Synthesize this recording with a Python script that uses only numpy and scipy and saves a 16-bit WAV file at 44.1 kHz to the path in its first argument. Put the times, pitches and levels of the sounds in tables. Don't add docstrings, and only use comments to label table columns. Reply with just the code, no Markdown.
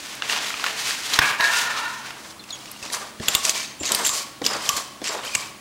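import sys
import numpy as np
from scipy import signal
from scipy.fft import rfft, irfft, next_fast_len
from scipy.io import wavfile

SR = 44100
rng = np.random.default_rng(int(sys.argv[2]) if len(sys.argv) > 2 else 0)


def waveform_to_disk(signal):
    frames = np.transpose(np.atleast_2d(signal))
    scaled = np.clip(frames, -1, 1) * 32767
    samples = np.round(scaled).astype(np.int16)
    wavfile.write(sys.argv[1], SR, samples)


def gain_from_db(level_db):
    decades = np.asarray(level_db, float) / 20
    return 10 ** decades


N = 247204

# time in seconds, peak in dB, two resonances in Hz, highs in dB.
HOOK_JUMPS = [(1.136, -6, 3740, 4130, -21), (1.1412, -7, 3870, 4070, -29), (2.7152, -19.5, 3070, 10100, 4),
              (3.2836, 3.5, 3400, 6950, -15.5), (3.35, 2.5, 3560, 7200, -12), (3.8548, -9, 4600, 4950, -30),
              (3.87, -16, 3580, 6400, -40), (3.8772, -13, 2850, 5700, -40), (3.948, -2.5, 4630, 8700, -11),
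              (4.0495, -9.5, 2900, 7300, -30), (4.071, -6.5, 3830, 7300, -8),
              (4.4498, -12, 3740, 4900, -40), (4.4639, -0.5, 4570, 4850, -23), (4.691, 1, 3200, 5520, -15),
              (4.7663, -11.5, 4200, 6400, -12), (5.0422, -16, 3150, 5070, -42),
              (5.0618, -13.5, 2670, 4870, -40), (5.0739, -12.5, 2830, 6550, -29),
              (5.08, -15.5, 2050, 4540, -40), (0.152, -25.5, 6500, 8900, -12),
              (5.3509, -1.5, 2730, 6560, -39), (5.2495, -24, 3600, 6500, -8), (3.503, -12, 3600, 6600, -12),
              (4.0923, -9, 3640, 7200, -18), (3.861, -14, 6000, 7000, -30), (3.891, -13, 2000, 4800, -22)]
# time in seconds, peak in dB, two resonances in Hz, highs in dB.
HOOK_SLIPS = [(3.485, -16, 4500, 7500, -22), (2.9328, -18, 4000, 9700, -30),
              (2.947, -13.5, 1300, 6100, -24), (2.852, -26, 2900, 5040, -30),
              (3.451, -3.5, 2500, 5600, -40), (3.4942, 1.5, 2750, 6400, -38),
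              (3.577, -15.5, 3100, 6300, -31), (3.919, -3, 3500, 7500, -16),
              (4.0635, -5.5, 3100, 6900, -30), (4.079, -12, 4400, 7200, -34), (4.052, -9, 2900, 7400, -30),
              (4.454, -12, 4800, 6200, -21), (4.7696, -12.5, 4300, 7100, -28),
              (4.137, -15.5, 4200, 7200, -36), (4.1516, -15, 3660, 7200, -40),
              (4.5343, -15, 3040, 5000, -29), (5.149, -25, 2400, 6250, -23)]
# time in seconds, peak in dB, resonance in Hz.
HOOK_TICKS = [(2.796, -33, 3200), (3.8463, -21, 3600), (4.672, -24, 3000), (1.227, -23, 3600),
              (2.248, -31, 1750), (2.3078, -28, 1770), (2.439, -28.5, 2700), (2.5055, -23, 4040),
              (2.556, -27, 2920), (2.6571, -28, 2700), (2.827, -20.5, 2650), (2.861, -23, 2700),
              (2.9006, -19.5, 2020), (3.2315, -32, 2940), (3.806, -25, 2950), (3.833, -18, 2820),
              (2.491, -32, 2440), (3.199, -23.5, 1730), (4.4178, -21.5, 1930), (4.4421, -15, 3040),
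              (4.655, -22, 2410), (5.017, -24.5, 1820), (5.0942, -18, 2220), (5.246, -37, 2450),
              (5.2674, -22, 2580), (5.32, -23, 2360)]
# pitch in Hz, level in dB, time to fade by 60 dB in seconds.
COIL_RINGS = [(4480, -16, .1), (6620, -12, .08), (7170, -2, .25), (7240, 0, .3), (7330, -2, .35),
              (7420, -1, .25), (7510, -3, .2), (8660, -13, .15), (8770, -13, .15)]
# time in seconds, level in dB.
FRAME_JOLTS = [
    (3.35, -39.5),
    (4.093, -39.5),
    (4.546, -45),
    (4.692, -35),
    (4.74, -43.5),
    (5.095, -46),
    (5.351, -38.5),
]
# pitch in Hz, level in dB, time to fade by 60 dB in seconds.
FRAME_RINGS = [(1005, -2, 0.36), (1075, -8, 0.47), (1091, -2.5, 0.99), (1121, -1.5, 0.95), (1154, 4, 0.14),
               (1194, -4, 0.51), (1230, -5, .35)]
# start in seconds, hold in seconds,
# coil rub in dB, brightness in dB, mat rumble in dB.
SPRING_JERKS = [(2.165, 0.14, -45.5, -6, -47.5), (2.49, 0.3, -37, -17.5, -49),
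                (2.832, 0.032, -30, -17, -40), (2.93, 0.017, -31, -5, -33),
                (3.013, 0.062, -40.5, -9, -39.5), (3.227, 0.04, -26, -21, -40),
                (3.288, 0.088, -24, -14, -33.5), (3.446, 0.031, -24, -5.5, -32.5),
                (3.553, 0.048, -21, -15, -37.5), (3.838, 0.069, -23.5, -23, -39.5),
                (3.908, 0.11, -34, -0.5, -29), (4.048, 0.047, -35.5, 3, -60),
                (4.144, 0.043, -29.5, -4, -36.5), (4.453, 0.018, -26, -13, -37.5),
                (4.495, 0.07, -26.5, -16, -31.5), (4.624, 0.08, -27, -11.5, -37.5),
                (4.767, 0.01, -34, 1, -36.5), (4.73, 0.025, -35, -5, -38),
                (5.052, 0.029, -22.5, -21, -40.5), (5.117, 0.036, -34.5, -7, -32),
                (5.242, 0.044, -27, -15, -37.5), (5.347, 0.012, -40, 5, -39),
                (5.402, 0.032, -30.5, -13.5, -41)]
# frequency in Hz, level in dB per Hz.
COIL_TONE = [(880, -50.5), (1500, -9.5), (1930, 0.5), (2720, -2.5), (3120, 3), (3440, -1), (4480, 4.5),
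             (4890, 4), (7300, 0.5), (8210, -2), (15500, -17)]
# frequency in Hz, level in dB per Hz.
MAT_TONE = [(65, -46), (110, -30), (199, -7), (298, -13), (347, -5), (702, 1), (888, -1), (978, 4.5),
            (3000, -9), (3900, -5), (6600, -120)]
# time in seconds, peak in dB,
# pitch in Hz, boom of the whole mat in dB.
FOOT_THUDS = [(1.186, -22, 130, -52), (5.349, -29.5, 140, -50), (3.95, -25, 480, -60),
              (4.02, -23, 430, -60), (4.56, -22, 600, -60), (5.158, -19, 520, -60), (2.937, -16, 1185, -62),
              (2.951, -26, 895, -62), (3.197, -19, 230, -32), (3.806, -19, 270, -34),
              (3.907, -18.5, 380, -53), (4.414, -15.5, 304, -40), (4.548, -17, 530, -48),
              (4.733, -31, 205, -39.5), (5.013, -18.5, 305, -47), (5.093, -17.5, 670, -67),
              (5.142, -15, 592, -51)]
# start in seconds, hold in seconds, pitch in Hz, level in dB,
# fall in dB per second.
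COIL_SONGS = [(3.287, .05, 7280, -37, 150), (3.35, .015, 8200, -33, 350), (3.55, 0.066, 6400, -38, 150),
              (3.854, .02, 6600, -29, 300), (3.923, .02, 11000, -44, 200), (3.952, .07, 8200, -39, 150),
              (3.945, .06, 12000, -46, 150), (4.048, .03, 7400, -24.5, 202), (4.09, 0.013, 7250, -34, 152),
              (3.8, 0.023, 7300, -34, 130), (4.05, 0.035, 6440, -28.5, 200), (4.464, .03, 5100, -32.5, 200),
              (4.452, .02, 7100, -36, 150), (4.692, 0.027, 7400, -38, 125), (5.353, .02, 7600, -37, 180),
              (5.073, .012, 7430, -34, 300), (2.924, 0.023, 9800, -39, 300)]
# time in seconds, level in dB, pitch in Hz, length in seconds.
COIL_SQUEAKS = [
    (2.394, -30.5, 4080, 0.0075),
    (2.395, -40, 3500, 0.024),
    (2.505, -22.5, 4090, 0.0044),
    (2.506, -31, 3610, 0.011),
    (2.524, -27, 3310, 0.018),
    (2.524, -28, 6600, 0.018),
    (2.85, -40, 5040, 0.014),
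    (5.33, -26, 2400, 0.02),
]
# start in seconds, hold in seconds, level in dB, brightness in dB.
CLOTH_TUGS = [(0.0, 0.17, -38.5, -11.5), (0.23, 0.017, -29, -36), (0.297, 0.043, -27.5, -12.5),
              (0.333, 0.046, -23.5, -19.5), (0.444, 0.058, -28.5, -14), (0.562, 0.051, -32.5, -15),
              (0.658, 0.056, -27, -17.5), (0.801, 0.13, -29.5, -9.5), (0.97, 0.17, -35.5, -7),
              (1.145, 0.025, -22, -16.5), (1.255, 0.041, -28, -14), (1.44, 0.038, -23.5, -16.5),
              (1.532, 0.091, -32, -5), (1.63, 0.071, -28.5, -17.5), (1.715, 0.11, -31, -18),
              (1.852, 0.14, -40.5, -10.5), (2.061, 0.049, -33, -21.5)]
# frequency in Hz, level in dB per Hz.
CLOTH_TONE = [(120, -27), (200, -19), (298, -16), (327, -16), (414, -11.5), (525, -11.5), (769, -6.5),
              (2750, -2.5), (6350, -6), (15500, -24.5)]
# time in seconds, peak in dB, two resonances in Hz.
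CLOTH_SNAPS = [(0.222, -8.5, 1660, 2800), (0.297, -7, 1940, 2740), (0.325, -13, 1000, 2730),
               (0.363, -12, 1000, 2760), (0.416, -19, 2060, 3680), (0.446, -17, 1960, 3370),
               (0.388, -14, 1890, 3250), (0.505, -15.5, 1400, 2080), (0.541, -13.5, 1250, 2430),
               (0.597, -17.5, 1100, 2820), (0.664, -9.5, 1080, 1660), (0.684, -16, 1950, 2040),
               (0.908, -10, 1880, 4420)]
# time in seconds, peak in dB, two resonances in Hz, lows in dB.
TOOL_KNOCKS = [
    (0.667, -14, 1750, 1200, -25),
    (0.681, -15, 1890, 2600, -30),
    (0.641, -7.5, 1710, 1500, -35),
    (1.189, 6, 1726, 1160, -14),
    (1.401, -20, 1680, 2290, 2),
    (1.408, -4, 1680, 2170, -46),
    (1.442, -12, 1790, 2540, -35),
    (1.536, -10.5, 1410, 3540, -23),
    (2.106, -21, 1320, 2160, -19),
]
# time in seconds, level in dB of its four loud modes.
TOOL_HOPS = [
    (1.185, -35, -52, -48, -50),
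    (1.275, -44, -34, -38, -39),
    (1.402, -27.5, -31, -16.5, -23.5),
    (1.445, -38, -31, -23.5, -24),
    (1.505, -28.5, -42, -37, -37),
    (1.535, -42, -32, -35, -34.5),
    (1.85, -50, -42, -50, -42),
]
# level at the start in dB, fade in dB per second.
SLIDE_FADES = [(-35.5, 1.5), (-32.5, 7.5), (-34, 78), (-29, 24.5)]
# frequency in Hz, width in Hz.
TOOL_MODES = [(970, 125), (1400, 160), (1672, 45), (1800, 85)]
# frequency in Hz, width in Hz, level in dB.
FAINT_MODES = [(672, 46, -16.5), (2350, 150, -10), (2720, 34, -12.5), (3800, 180, -12)]
# frequency in Hz, width in Hz, level in dB.
EDGE_MODES = [(1180, 160, -30.5), (1620, 260, -27), (2220, 260, -29.5), (2700, 230, -51)]
# time in seconds, frequency in Hz.
TOOL_LEAN = [
    (1.4, 1427),
    (1.62, 1418),
    (1.72, 1353),
    (1.81, 1310),
    (1.85, 1426),
    (2.0, 1442),
]
# frequency in Hz, level in dB.
ROOM_TONE = [(15, -36), (25, -11.5), (149, -8.5), (309, -1.5), (416, -9), (591, -8), (1020, -8.5),
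             (1370, -11), (8140, -18.5), (8830, -19), (10100, -19.5), (12900, -27), (14800, -29),
             (16000, -20.5)]
# frequency in Hz, level in dB.
STEADY_TONES = [(133, -60), (206, -60), (15150, -67), (15734, -74)]


def thuds():
    out, t = np.zeros(N + 8192), np.arange(8192) / SR
    puffs = rng.standard_normal((len(FOOT_THUDS), 8192))
    push = gain_from_db(-60 * np.maximum(t - .013, 0) / 0.017)
    faint_tail = gain_from_db(-6 - 60 * t / 0.46)
    shape = np.minimum(t / 0.0048, 1) * (push + faint_tail)
    boom = np.sin(2 * np.pi * 80.6 * t) * gain_from_db(-60 * t / 0.096)
    for puff, (s, peak_db, hz, boom_db) in zip(puffs, FOOT_THUDS):
        dull = rms_one(passed(puff, [0.54 * hz, 1.97 * hz], "band"))
        hit = (np.sin(2 * np.pi * hz * t) + 1.74 * dull) * shape
        hit = gain_from_db(peak_db - 4.0) * hit / np.abs(hit).max()
        out[round(s * SR):][:8192] += hit + gain_from_db(boom_db) * boom
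    return out[:N]


def springs():
    start, hold, rub_db, bright_db, mat_db = np.transpose(SPRING_JERKS)
    rise = 600
    body = swells(start, hold, rub_db, rise, fall=136)
    treble = swells(start, hold, rub_db + bright_db, rise, fall=168)
    grit = friction(per_s=3000, spread_db=3.0, lumpy_db=1.5, smooth=1.5)
    song = rms_one(resonance(grit, 7330, width=300))
    song = song + .3 * rms_one(resonance(grit, 8700, width=300))
    rub = brightened(coloured(grit, COIL_TONE), body, treble, split_hz=3600)
    rub = rub + gain_from_db(-46) * body * song
    rub = rub + gain_from_db(-7) * body * creaks(per_s=350, low_hz=2326, high_hz=8370, cycles=110)
    rumble = coloured(friction(per_s=900, spread_db=2.8, lumpy_db=2.2, smooth=1.2), MAT_TONE)
    return gain_from_db(-5.0) * rub + gain_from_db(1.0) * swells(start, hold, mat_db, rise, fall=170) * rumble


def clinks():
    jumps = [(*row, -21, high_db) for *row, high_db in HOOK_JUMPS]
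    ticks = [(s, db, hz, 1.91 * hz, -9, -34) for s, db, hz in HOOK_TICKS]
    slips = [(*row, -22, high_db) for *row, high_db in HOOK_SLIPS]
    sharp = cracks(jumps, rise=.00025, t60=.022, width=0.13, tone_db=-1.5, upper_db=3.0,
                   low_hz=1460, high_hz=8230)
    small = cracks(ticks, rise=.00025, t60=.022, width=0.1, tone_db=7.0, upper_db=-5.0,
                   low_hz=1400, high_hz=7000)
    ground = cracks(slips, rise=.0025, t60=.016, width=0.14, tone_db=-9.0, upper_db=9.5,
                    low_hz=1450, high_hz=9300)
    blows = [(s, db - 45 * abs(np.log2(hz / 7200))) for s, db, _, hz, *_ in jumps + slips]
    coils = gain_from_db(-39) * struck(blows, COIL_RINGS, scatter_db=2)
    frame = gain_from_db(3 * drift(30)) * struck(FRAME_JOLTS, FRAME_RINGS, scatter_db=3)
    return sharp + small + ground + coils + frame


def songs():
    chatter, out = rng.standard_normal(N), np.zeros(N)
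    for s, hold, hz, db, fall in COIL_SONGS:
        pitch = resonance(resonance(chatter, hz, width=420), hz, width=420)
        out += swells(s, hold, db, 2500, fall) * rms_one(pitch)
    return out


def squeaks():
    t, out = np.arange(N) / SR, np.zeros(N)
    hoarse = 1 + .35 * drift(300)
    for s, db, hz, length in COIL_SQUEAKS:
        age = np.clip((t - s) / length, 0, 30)
        turns = hz * (t - .03 * length * np.exp(-age))
        out += gain_from_db(db + 10.5) * age * np.exp(-2.2 * age) * 1.23 * np.sin(2 * np.pi * turns)
    return hoarse * out


def cover():
    start, hold, db, bright_db = np.transpose(CLOTH_TUGS)
    rustle = coloured(friction(per_s=2700, spread_db=2.0, lumpy_db=1.5, smooth=1.43), CLOTH_TONE)
    body = swells(start, hold, db, rise=230, fall=170)
    treble = swells(start, hold, db + bright_db, rise=230, fall=270)
    return gain_from_db(1.0) * brightened(rustle, body, treble, split_hz=2050)


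def snaps():
    rows = [(*row, -22, -42) for row in CLOTH_SNAPS]
    snapping = cracks(rows, rise=.0002, t60=.005, width=0.096, tone_db=7.0, upper_db=3.5,
                      low_hz=880, high_hz=5630)
    return passed(snapping, 5700, "low")


def knocks():
    rows = [(*row, -25) for row in TOOL_KNOCKS]
    return cracks(rows, rise=.0015, t60=.02, width=.2, tone_db=4.5, upper_db=-7.0, low_hz=900, high_hz=6000)


def tool():
    start, *hop_db = np.transpose(TOOL_HOPS)
    hop_rise, hop_fall = 1700, 263
    slide_s, slows_s, stop_s = 1.5, 1.88, 2.125
    stopped = swells(slide_s, stop_s - slide_s, 0, hop_rise, fall=300)
    stopped = stopped * swells(0, slows_s, 0, 0, fall=60)
    gains = []
    for db, (slide_db, fade) in zip(hop_db, SLIDE_FADES):
        hops = swells(start, 0.0067, db, hop_rise, hop_fall)
        gains.append(hops + stopped * swells(slide_s, 0, slide_db, 0, fade))
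    grit = friction(per_s=700, spread_db=-3.5, lumpy_db=2.3, smooth=1.36)
    modes = [rms_one(resonance(resonance(grit, hz, 1.5 * width), hz, 1.5 * width)) for hz, width in TOOL_MODES]
    leaning_hz = np.interp(np.arange(N) / SR, *np.transpose(TOOL_LEAN))
    modes[1] = wavering(leaning_hz, width=150) + 0.43 * modes[1]
    loud = sum(gain_from_db(0.15) * gain * mode for gain, mode in zip(gains, modes))
    faint = sum(gain_from_db(db) * rms_one(resonance(grit, hz, width)) for hz, width, db in FAINT_MODES)
    edge = sum(gain_from_db(db) * rms_one(resonance(grit, hz, width)) for hz, width, db in EDGE_MODES)
    scrape = swells(1.22, 0.096, 0, hop_rise, hop_fall) * edge
    return loud + scrape + gain_from_db(4) * gains[-1] * faint


def garage(x):
    t = np.arange(SR) / SR
    noise = rng.standard_normal(SR) * np.clip(t / 0.0025, 0, 1)
    tail = passed(noise, 4500, "low") * gain_from_db(-60 * t / 0.77)
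    tail = tail + passed(noise, 5400, "high") * gain_from_db(-60 * t / 0.3)
    return gain_from_db(-16) * signal.fftconvolve(x, tail / np.sqrt(np.sum(tail ** 2)))[:N]


def air():
    t = np.arange(N) / SR
    lines = sum(gain_from_db(db + 3 + 3 * drift(4)) * np.sin(2 * np.pi * hz * t) for hz, db in STEADY_TONES)
    return gain_from_db(-44.5) * coloured(rng.standard_normal(N), ROOM_TONE) + lines


def cracks(events, rise, t60, width, tone_db, upper_db, low_hz, high_hz):
    out, t = np.zeros(N + 1024), np.arange(1024) / SR
    shape = np.minimum(t / rise, 1) ** 2 * gain_from_db(-60 * np.maximum(t - rise, 0) / t60)
    chatter = rng.standard_normal((len(events), 1024)) * shape
    first_blow = .55 * np.sqrt(np.sum(shape ** 2))
    chatter[:, round(rise * SR / 2) + 1] += first_blow * np.sign(chatter[:, 1])
    lows = passed(chatter, low_hz, "low")
    mids = passed(chatter, [low_hz, high_hz], "band", order=3)
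    highs = passed(chatter, [high_hz, 13000], "band")
    for burst, low, mid, high, event in zip(chatter, lows, mids, highs, events):
        s, peak_db, first_hz, second_hz, low_db, high_db = event
        tones = rms_one(resonance(burst, first_hz, width * first_hz))
        tones = tones + gain_from_db(upper_db) * rms_one(resonance(burst, second_hz, width * second_hz))
        body = rms_one(mid) + gain_from_db(tone_db) * tones
        hit = rms_one(body) + gain_from_db(low_db + 1.5) * rms_one(low) + gain_from_db(high_db + 5) * rms_one(high)
        at = round((s - rise / 2) * SR)
        out[at:at + 1024] += gain_from_db(peak_db) * hit / np.abs(hit).max()
    return out[:N]


def struck(events, modes, scatter_db):
    at, blow_db = (np.array(events)[:, 0] * SR).astype(int), np.array(events)[:, 1]
    luck, out = rng.normal(0, 1, (len(at), len(modes))), np.zeros(N)
    for k, (hz, db, t60) in enumerate(modes):
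        clicks = np.zeros(N)
        clicks[at] = gain_from_db(blow_db + db + scatter_db * luck[:, k]) * np.sign(luck[:, k - 1])
        out += ring(clicks, hz, t60)
    return out


def friction(per_s, spread_db, lumpy_db, smooth):
    sizes = gain_from_db(spread_db * np.minimum(rng.exponential(1, N), 5)) * rng.choice([-1, 1], N)
    grains = rms_one(sizes * (rng.random(N) < per_s / SR))
    return (grains + smooth * rng.standard_normal(N)) * gain_from_db(lumpy_db * drift(21.6))


def creaks(per_s, low_hz, high_hz, cycles):
    sizes = gain_from_db(4.4 * np.minimum(rng.exponential(1, N), 3.3))
    sizes = sizes * (rng.random(N) < per_s / SR)
    voices, dealt = np.geomspace(low_hz, high_hz, 14), rng.integers(0, 14, N)
    return rms_one(sum(ring(sizes * (dealt == k), hz, cycles / hz) for k, hz in enumerate(voices)))


def swells(start, hold, db, rise, fall):
    t = np.arange(0, N + 64, 64) / SR
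    start, end, db = (np.reshape(v, (-1, 1)) for v in (start, start + hold, db))
    level_db = db - rise * np.maximum(start - t, 0) - fall * np.maximum(t - end, 0)
    power = gain_from_db(2 * level_db).sum(axis=0)
    return np.interp(np.arange(N) / SR, t, np.sqrt(power))


def brightened(x, body, treble, split_hz):
    low = passed(x, split_hz, "low", order=1)
    return body * low + gain_from_db(12) * treble * (x - low)


def wavering(hz, width):
    slow = passed(rng.standard_normal((2, N)), width / 2, "low")
    turn = 2 * np.pi * np.cumsum(hz * np.ones(N)) / SR
    return rms_one(slow[0] * np.cos(turn) + slow[1] * np.sin(turn))


def drift(rate):
    return rms_one(passed(rng.standard_normal(N + SR), rate, "low")[SR:])


def ring(clicks, hz, t60):
    r, w = gain_from_db(-60 / (t60 * SR)), 2 * np.pi * hz / SR
    return signal.lfilter([0, np.sin(w)], [1, -2 * r * np.cos(w), r * r], clicks + 1e-18)


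def resonance(x, hz, width):
    r = np.exp(-np.pi * width / SR)
    top = np.array([1, 0, -1]) * (1 - r * r) / 2
    return signal.lfilter(top, [1, -2 * r * np.cos(2 * np.pi * hz / SR), r * r], x)


def coloured(x, points):
    hz, db = np.transpose(points)
    size = next_fast_len(N)
    axis = np.log(np.arange(size // 2 + 1) * SR / size + 1)
    gain = gain_from_db(np.interp(axis, np.log(hz), db))
    return rms_one(irfft(rfft(x, size) * gain, size)[:N])


def passed(x, hz, kind, order=2):
    return signal.sosfilt(signal.butter(order, hz, kind, fs=SR, output="sos"), x)


def rms_one(x):
    return x / np.sqrt(np.mean(x ** 2) + 1e-20)


def scene():
    hits = thuds() + clinks() + squeaks() + snaps() + knocks()
    rubbing = springs() + gain_from_db(1.02) * cover() + tool()
    echo = garage(hits + gain_from_db(4) * rubbing)
    return (hits + echo + rubbing + songs() + air())[None]


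def roll_off(x):
    return signal.sosfilt(signal.butter(12, 16800, fs=SR, output="sos"), x)


def record(dry):
    overload = np.clip(np.abs(dry) - .22, 0, 1) ** 2
    lopsided = dry - 0.29 * passed(overload, 2900, "low")
    steady = passed(lopsided, 42, "high")
    rounded = steady / (1 + (steady / .66) ** 4) ** (1 / 4)
    top_cut = signal.ellip(12, .5, 40, 15800, fs=SR, output="sos")
    finished = signal.sosfilt(top_cut, rounded)
    return roll_off(finished)


dry = scene()
out = record(dry)
waveform_to_disk(out)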